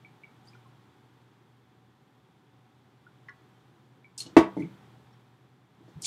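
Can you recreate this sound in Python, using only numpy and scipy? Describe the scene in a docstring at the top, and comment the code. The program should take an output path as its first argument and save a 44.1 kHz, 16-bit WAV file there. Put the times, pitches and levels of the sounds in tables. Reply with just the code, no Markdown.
"""Tumbler set down on a bedroom desk

Quiet bedroom, humming computer, small microphone: a plastic tumbler lands hard on a desk and rocks to rest.
The desk rings in struck modes under a noisy crack; ticks, lid taps, rattle and soft thumps are short rings.
Trinkets jingle just before the knock and again at the end, as dense clicks through narrow bands.
Decaying noise gives the room's echo; fan noise, hum and thin whines run throughout."""
import sys
import numpy as np
from scipy import signal
from scipy.fft import rfft, irfft, next_fast_len
from scipy.io import wavfile

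SR = 44100
rng = np.random.default_rng(int(sys.argv[2]) if len(sys.argv) > 2 else 0)


def dump_mix(stems):
    """Bounce the given channels to the path in sys.argv[1] as a 16-bit WAV at rate SR."""
    frames = np.atleast_2d(stems).T  # one column per channel
    limited = np.clip(frames, -1, 1)  # hard clip at full scale
    pcm = np.round(limited * 32767).astype(np.int16)
    wavfile.write(sys.argv[1], SR, pcm)


def boost(x):
    """Linear amplitude factor 10**(x/20) for a level x in decibels (scalar or array-like)."""
    u = np.asarray(x, float) / 20
    return 10 ** u


N = 267334  # samples


def at_hz(points, hz):
    """Reads a table of (f/Hz, value) on a log-frequency axis."""
    table_hz, values = np.transpose(points)
    return np.interp(np.log(hz), np.log(table_hz), values)


def rms_one(x):
    """Scales to rms 1."""
    return x / np.sqrt(np.mean(x ** 2) + 1e-30)


def drift(rate):
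    """Slow random wander: straight lines between normal draws, two draws per 1/rate seconds."""
    knots = rng.standard_normal(400)
    return np.interp(np.arange(N) / SR * 2 * rate, np.arange(400), knots)


def bandpass(x, order, low_hz, high_hz):
    """Keeps what lies between two pitches."""
    return signal.sosfilt(signal.butter(order, [low_hz, high_hz], "band", fs=SR, output="sos"), x)


def low_cut(x, order, hz):
    """Removes what lies below a pitch."""
    return signal.sosfilt(signal.butter(order, hz, "high", fs=SR, output="sos"), x)


# Level of the background noise before its drift, lifted after loud sounds [t/s, level/dB]
AIR_LEVEL = [(0.0, -59), (0.54, -58.5), (1.64, -62.5), (2.97, -62.5), (3.41, -60), (4.14, -63),
             (4.22, -56.5), (4.62, -54), (5.23, -60.5), (5.67, -63.5), (6.06, -56)]
# Colour of the fan noise in the room [f/Hz, relative level per Hz/dB]
AIR_COLOUR = [(30, -36), (55, -35.5), (85, -13.5), (105, -20.5), (125, -2.5), (160, -10.5), (400, -14.5),
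              (470, -20.5), (700, -25.5), (760, -18.5), (1700, -26.5), (2800, -33), (3400, -29.5),
              (3900, -34.5), (5000, -40), (15500, -53)]
# Hum and whines at the median air level [f/Hz, level/dB rms before wavering, waver/dB, waver rate/(1/s)]
HUM_LINES = [(119.5, -67, 1.2, 4.0), (748, -79, 2.0, 3.0), (7655, -98, 1.0, 3.0), (13006, -96, 1.0, 3.0)]


def air():
    """Fan noise coloured by the room, drifting in level, with hum and thin whines."""
    size, t = next_fast_len(N), np.arange(N) / SR
    hz = np.maximum(np.arange(size // 2 + 1) * SR / size, 1)
    spectrum = rfft(rng.standard_normal(size)) * boost(at_hz(AIR_COLOUR, hz))
    noise = rms_one(irfft(spectrum, size)[:N])
    level_db = np.interp(t, *np.transpose(AIR_LEVEL))
    lines = np.zeros(N)
    for f, db, waver_db, rate in HUM_LINES:
        level = boost(db + waver_db * drift(rate)) * np.sqrt(2)
        lines += level * np.sin(2 * np.pi * f * t + .6 * drift(rate))
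    # the lines follow the noise level too
    return boost(level_db) * (noise * boost(0.23 * drift(1.3)) + lines / boost(np.median(level_db)))


TICK_T60_S, TICK_AT_HZ, T60_FALL = .038, 2300, 0.27  # t60 at this pitch; higher ticks die sooner by this power
REBOUND_S, REBOUND_DB = 0.0075, -6  # second touch: how much later, and its level against the first
NEIGHBOUR_SHARE = .3  # amplitude of each neighbour against the main mode
START_SPREAD = 0.52  # turns by which the neighbours' starting phases spread
SWELL_CYCLES, THUMP_TOP_HZ = 3.9, 300  # swell time constant; half as many cycles up to this pitch


def with_rebound(rows):
    """Touches a second time, later and weaker."""
    return rows + [(s + REBOUND_S, db + REBOUND_DB, hz, t60) for s, db, hz, t60 in rows]


def ring(strikes):
    """Rings a main mode and two close neighbours that beat with it, swelling over the first cycles."""
    out, t = np.zeros(N), np.arange(SR // 4) / SR
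    for s, db, hz, t60 in strikes:
        trio = np.sin(2 * np.pi * hz * t)
        for ratio, turn in zip((.97, 1.035), rng.random(2)):
            phase = hz * ratio * t + START_SPREAD * (turn - .5)
            trio += NEIGHBOUR_SHARE * np.sin(2 * np.pi * phase)
        cycles = SWELL_CYCLES if hz > THUMP_TOP_HZ else SWELL_CYCLES / 2
        swell = 1 - np.exp(-t * hz / cycles)
        at = round(s * SR)
        out[at:at + len(t)] += (boost(db - 60 * t / t60) * swell * trio)[:N - at]
    return out


# Lone ticks [t/s, level/dB before the swell, f/Hz]
TICK_STRIKES = [(.0475, -43, 2300), (.235, -39, 2257), (.236, -55, 2780), (.455, -65, 7450),
                (.473, -66, 9500), (.474, -53, 4660), (.485, -48, 4970), (.533, -52, 2370),
                (.55, -47, 1430), (.657, -50, 1066), (.672, -73, 9300), (3.066, -43, 1437),
                (4.0443, -46, 2290), (4.262, -46, 2960), (5.13, -64, 5500), (6.045, -38, 2360)]


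def ticks():
    """Faint ticks ring briefly, the higher the shorter, and rebound once."""
    return ring(with_rebound([(s, db, hz, TICK_T60_S * (TICK_AT_HZ / hz) ** T60_FALL)
                              for s, db, hz in TICK_STRIKES]))


FIRST_ECHO_S = 0.0038  # silence before the echo fades in
# Decay of the bedroom [f/Hz, t60/s]
ROOM_DECAY = [(100, 0.28), (300, 0.15), (1000, 0.28), (3000, .2), (8000, 0.098), (15000, 0.033)]


def room(x):
    """Echo tail: half-octave noise bands, each dying at its own rate."""
    t = np.arange(SR // 2) / SR
    tail = np.zeros(len(t))
    for low in 60 * 2 ** np.arange(0, 8, .5):
        band = bandpass(rng.standard_normal(len(t)), 1, low, low * 2 ** .5)
        tail += band * boost(-60 * t / at_hz(ROOM_DECAY, low * 1.19))  # t60 at mid-band
    tail *= np.clip(t / FIRST_ECHO_S - 1, 0, 1)
    return signal.fftconvolve(x, tail / np.sqrt(np.sum(tail ** 2)))[:N]


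def click_train(at):
    """Uneven clicks of either sign at the given samples."""
    clicks = np.full(N, 1e-18)
    sizes = boost(4.0 * np.minimum(rng.exponential(1, len(at)), 4))
    clicks[at] = sizes * rng.choice([-1, 1], len(at))
    return clicks


TOGETHER_PER_S = 500  # contacts that strike all pitches at once
JINGLE_PER_S, OWN_DB = 650, 0.5  # each pitch's own clicks, and their level against the shared ones
GRAIN_WIDTH = 1.035  # ratio from a ring's pitch to either edge of its band
SWELL_DB, SHAKE_T60_S, SLOW_FADE = 25, 0.11, 4.0  # rise during the swell; t60 gains SLOW_FADE swell lengths
# Shakes of the trinkets [t/s of the peak, level/dB rms, swell/s, lowest f/Hz, highest f/Hz]
TRINKET_SHAKES = [(.47, -70, 0.043, 3000, 10500), (.54, -67.5, .02, 1500, 7000),
                  (4.179, -34.5, .002, 4300, 9870), (4.19, -45, .004, 2800, 12500),
                  (4.203, -36.5, .003, 3000, 11460), (4.264, -51.5, .006, 2930, 7970),
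                  (4.572, -65, .008, 3000, 10200), (4.6, -62, 0.015, 3004, 11400),
                  (5.89, -70, 0.055, 1030, 8000), (6.016, -54, .001, 7000, 12500),
                  (6.021, -37.5, 0.0036, 5400, 10900), (6.049, -29, 0.022, 3760, 8860),
                  (6.0545, -29.5, 0.0026, 3280, 10100), (6.061, -38, .006, 4000, 14000)]


def jingle():
    """Dense uneven clicks ring narrow bands; each shake swells, fades and favours pitches between its edges."""
    s, db, swell, low_hz, high_hz = np.transpose(TRINKET_SHAKES)[:, :, None]
    since = np.arange(N) / SR - s
    rise_db = SWELL_DB * since / swell
    fall_db = -60 * since / (SHAKE_T60_S + SLOW_FADE * swell)
    fade_db = np.where(since < 0, rise_db, fall_db)
    power = boost(db + np.maximum(fade_db, -200)) ** 2
    pitches = np.geomspace(900, 15000, 40)
    reach = 1 / (1 + (low_hz / pitches) ** 6) / (1 + (pitches / high_hz) ** 18)
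    share = reach ** 2 / np.sum(reach ** 2, axis=1, keepdims=True)  # of each shake's power
    out = np.zeros(N)
    together = click_train(np.flatnonzero(rng.random(N) < TOGETHER_PER_S / SR))
    for hz, part in zip(pitches, share.T):
        own = click_train(rng.integers(0, N, JINGLE_PER_S * N // SR))
        rings = bandpass(together + boost(OWN_DB) * own, 2, hz / GRAIN_WIDTH, hz * GRAIN_WIDTH)
        out += np.sqrt(part @ power) * rms_one(rings)
    return out


# Dry double tap on the lid [t/s, level/dB, brightness/dB per octave about TICK_AT_HZ]
LID_TAPS = [(3.285, -37.5, -6.0), (3.292, -39, 6)]
# Modes of the lid [f/Hz, relative level/dB, t60/s]
LID_MODES = [(1100, -15, 0.13), (1438, -14, 0.1), (1700, -5, 0.052), (1964, 3.5, 0.032), (2950, -15, 0.023),
             (4300, -20, .013), (5300, -20, 0.018), (6300, -28, .01)]


def taps():
    """Each tap strikes every mode of the lid, tilted brighter or duller."""
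    return ring([(s, db + mode_db + tilt_db * np.log2(hz / TICK_AT_HZ), hz, t60)
                 for s, db, tilt_db in LID_TAPS for hz, mode_db, t60 in LID_MODES])


# Strikes on a metal pendant [t/s, level/dB]
PENDANT_CLINKS = [(4.2029, -28.5), (4.211, -38.5), (4.226, -43), (4.262, -50)]
# Modes of the pendant [f/Hz, relative level/dB, t60/s]
PENDANT_MODES = [(2680, -10, 0.019), (4300, 1.5, 0.049)]


def clinks():
    """Each clink strikes both modes of the metal pendant."""
    return ring([(s, db + mode_db, hz, t60)
                 for s, db in PENDANT_CLINKS for hz, mode_db, t60 in PENDANT_MODES])


CRACK_DB, CRACK_T60_S = -2, 0.14  # noise level before its filters and sharpness scaling
CRACK_CUT_HZ, CRACK_LOW_HZ, CRACK_TOP_HZ = 570, 250, 7000  # gentle low-pass, then band edges
# Blows on the desk: the rim touches, the tilted base lands on one edge, then the other, and bounces;
# later the tumbler rocks [t/s, force level/dB, contact sharpness f/Hz]
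DESK_BLOWS = [(4.256, -60, 500), (4.264, -44.5, 615), (4.328, -49.5, 400), (4.3656, -14, 2500),
              (4.368, -6, 2522), (4.371, -10.5, 2860), (4.384, -28, 1190), (4.5671, -31, 800),
              (4.5739, -31.5, 800), (4.583, -32.5, 443), (4.594, -30.5, 451.7), (4.607, -30, 462),
              (4.614, -32.5, 446.6), (4.631, -36, 390), (5.806, -53, 400), (5.881, -53.5, 890)]
# Modes of desk and tumbler together [f/Hz, level/dB before a random spread per blow, t60/s]
DESK_MODES = [(86.6, -13, .15), (140, -27, .15), (194, -20.5, 0.72), (292, -3.5, 0.064),
              (326.6, 1.5, 0.093), (425.2, -4.5, 0.075), (494.2, -10.5, 0.16), (559.8, -13.5, 0.083),
              (639, -11, .07), (664, -8.5, 0.058), (750, -17.5, 0.034), (860, -14.5, 0.031),
              (880, -4.5, 0.031), (977, -14.5, 0.056), (1124, -12, 0.081), (1215, -15, 0.045),
              (1464, -15.5, 0.054), (1553, -13, 0.029), (1838, -13.5, 0.066), (1867, -10, 0.13),
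              (2150, -16, .04), (2660, -14.5, 0.041), (3180, -17.5, 0.018), (4100, -15.5, .02)]


def desk():
    """Each blow pushes every mode, shorter when sharper; a dull crack of noise grows with sharpness."""
    out, t = np.zeros(N), np.arange(SR // 2) / SR
    for s, force_db, sharp_hz in DESK_BLOWS:
        modes = np.zeros(len(t))
        for hz, db, t60 in DESK_MODES:
            mode_db = db + 0.53 * rng.standard_normal()
            modes += boost(mode_db - 60 * t / t60) * np.sin(2 * np.pi * hz * t)
        crack = boost(CRACK_DB - 60 * t / CRACK_T60_S) * rng.standard_normal(len(t))
        crack = signal.lfilter(*signal.butter(1, CRACK_CUT_HZ, fs=SR), crack)
        crack = bandpass(crack * (sharp_hz / 2500) ** 2, 1, CRACK_LOW_HZ, CRACK_TOP_HZ)
        pushed = signal.sosfilt(signal.butter(4, sharp_hz, fs=SR, output="sos"), modes)
        at = round(s * SR)
        out[at:at + len(t)] += boost(force_db) * (pushed + crack)[:N - at]
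    return out


# Rattles of the lid while the tumbler rocks [t/s, level/dB before the swell, f/Hz]
LID_RATTLE = [(4.575, -47, 2150), (4.594, -45, 2200), (4.604, -40, 2070), (4.622, -37.5, 2280),
              (4.623, -47, 2580), (4.634, -44, 2300), (4.648, -46, 2140)]


def rattle():
    """Each touch of the rattling lid is one short ring, with no rebound."""
    return ring([(s, db, hz, 0.029) for s, db, hz in LID_RATTLE])  # t60 in s


# Soft thumps [t/s, level/dB before the swell, f/Hz]
SOFT_THUMPS = [(4.636, -22.5, 173), (5.954, -26, 95), (5.964, -29.5, 153)]


def thumps():
    """Soft low rings that swell over fewer cycles and rebound once."""
    return ring(with_rebound([(s, db, hz, 0.061) for s, db, hz in SOFT_THUMPS]))  # t60 in s


ROOM_DB, SMALL_ROOM_DB = -10.5, -14.5  # echo against the direct sound: blows and jingle, small strikes
MIC_LOW_CUT_HZ = 130


def scene():
    """Strikes and jingles echo over steady noise; the small microphone misses the blows' lowest push."""
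    small = ticks() + taps() + clinks() + rattle() + thumps()
    loud = jingle() + low_cut(desk(), 4, MIC_LOW_CUT_HZ)
    echo = room(boost(ROOM_DB) * loud + boost(SMALL_ROOM_DB) * small)
    return (air() + small + loud + echo)[None]


def top_cut(x):
    """Nothing passes above the cut-off."""
    return signal.sosfilt(signal.butter(12, 15600, fs=SR, output="sos"), x)


def record(dry):
    """The converter clips at full scale; the deepest bass is cut."""
    clipped = np.clip(dry, -1, 1)
    mix = low_cut(clipped, 3, 55)  # Hz
    return top_cut(mix)


dry = scene()
out = record(dry)
dump_mix(out)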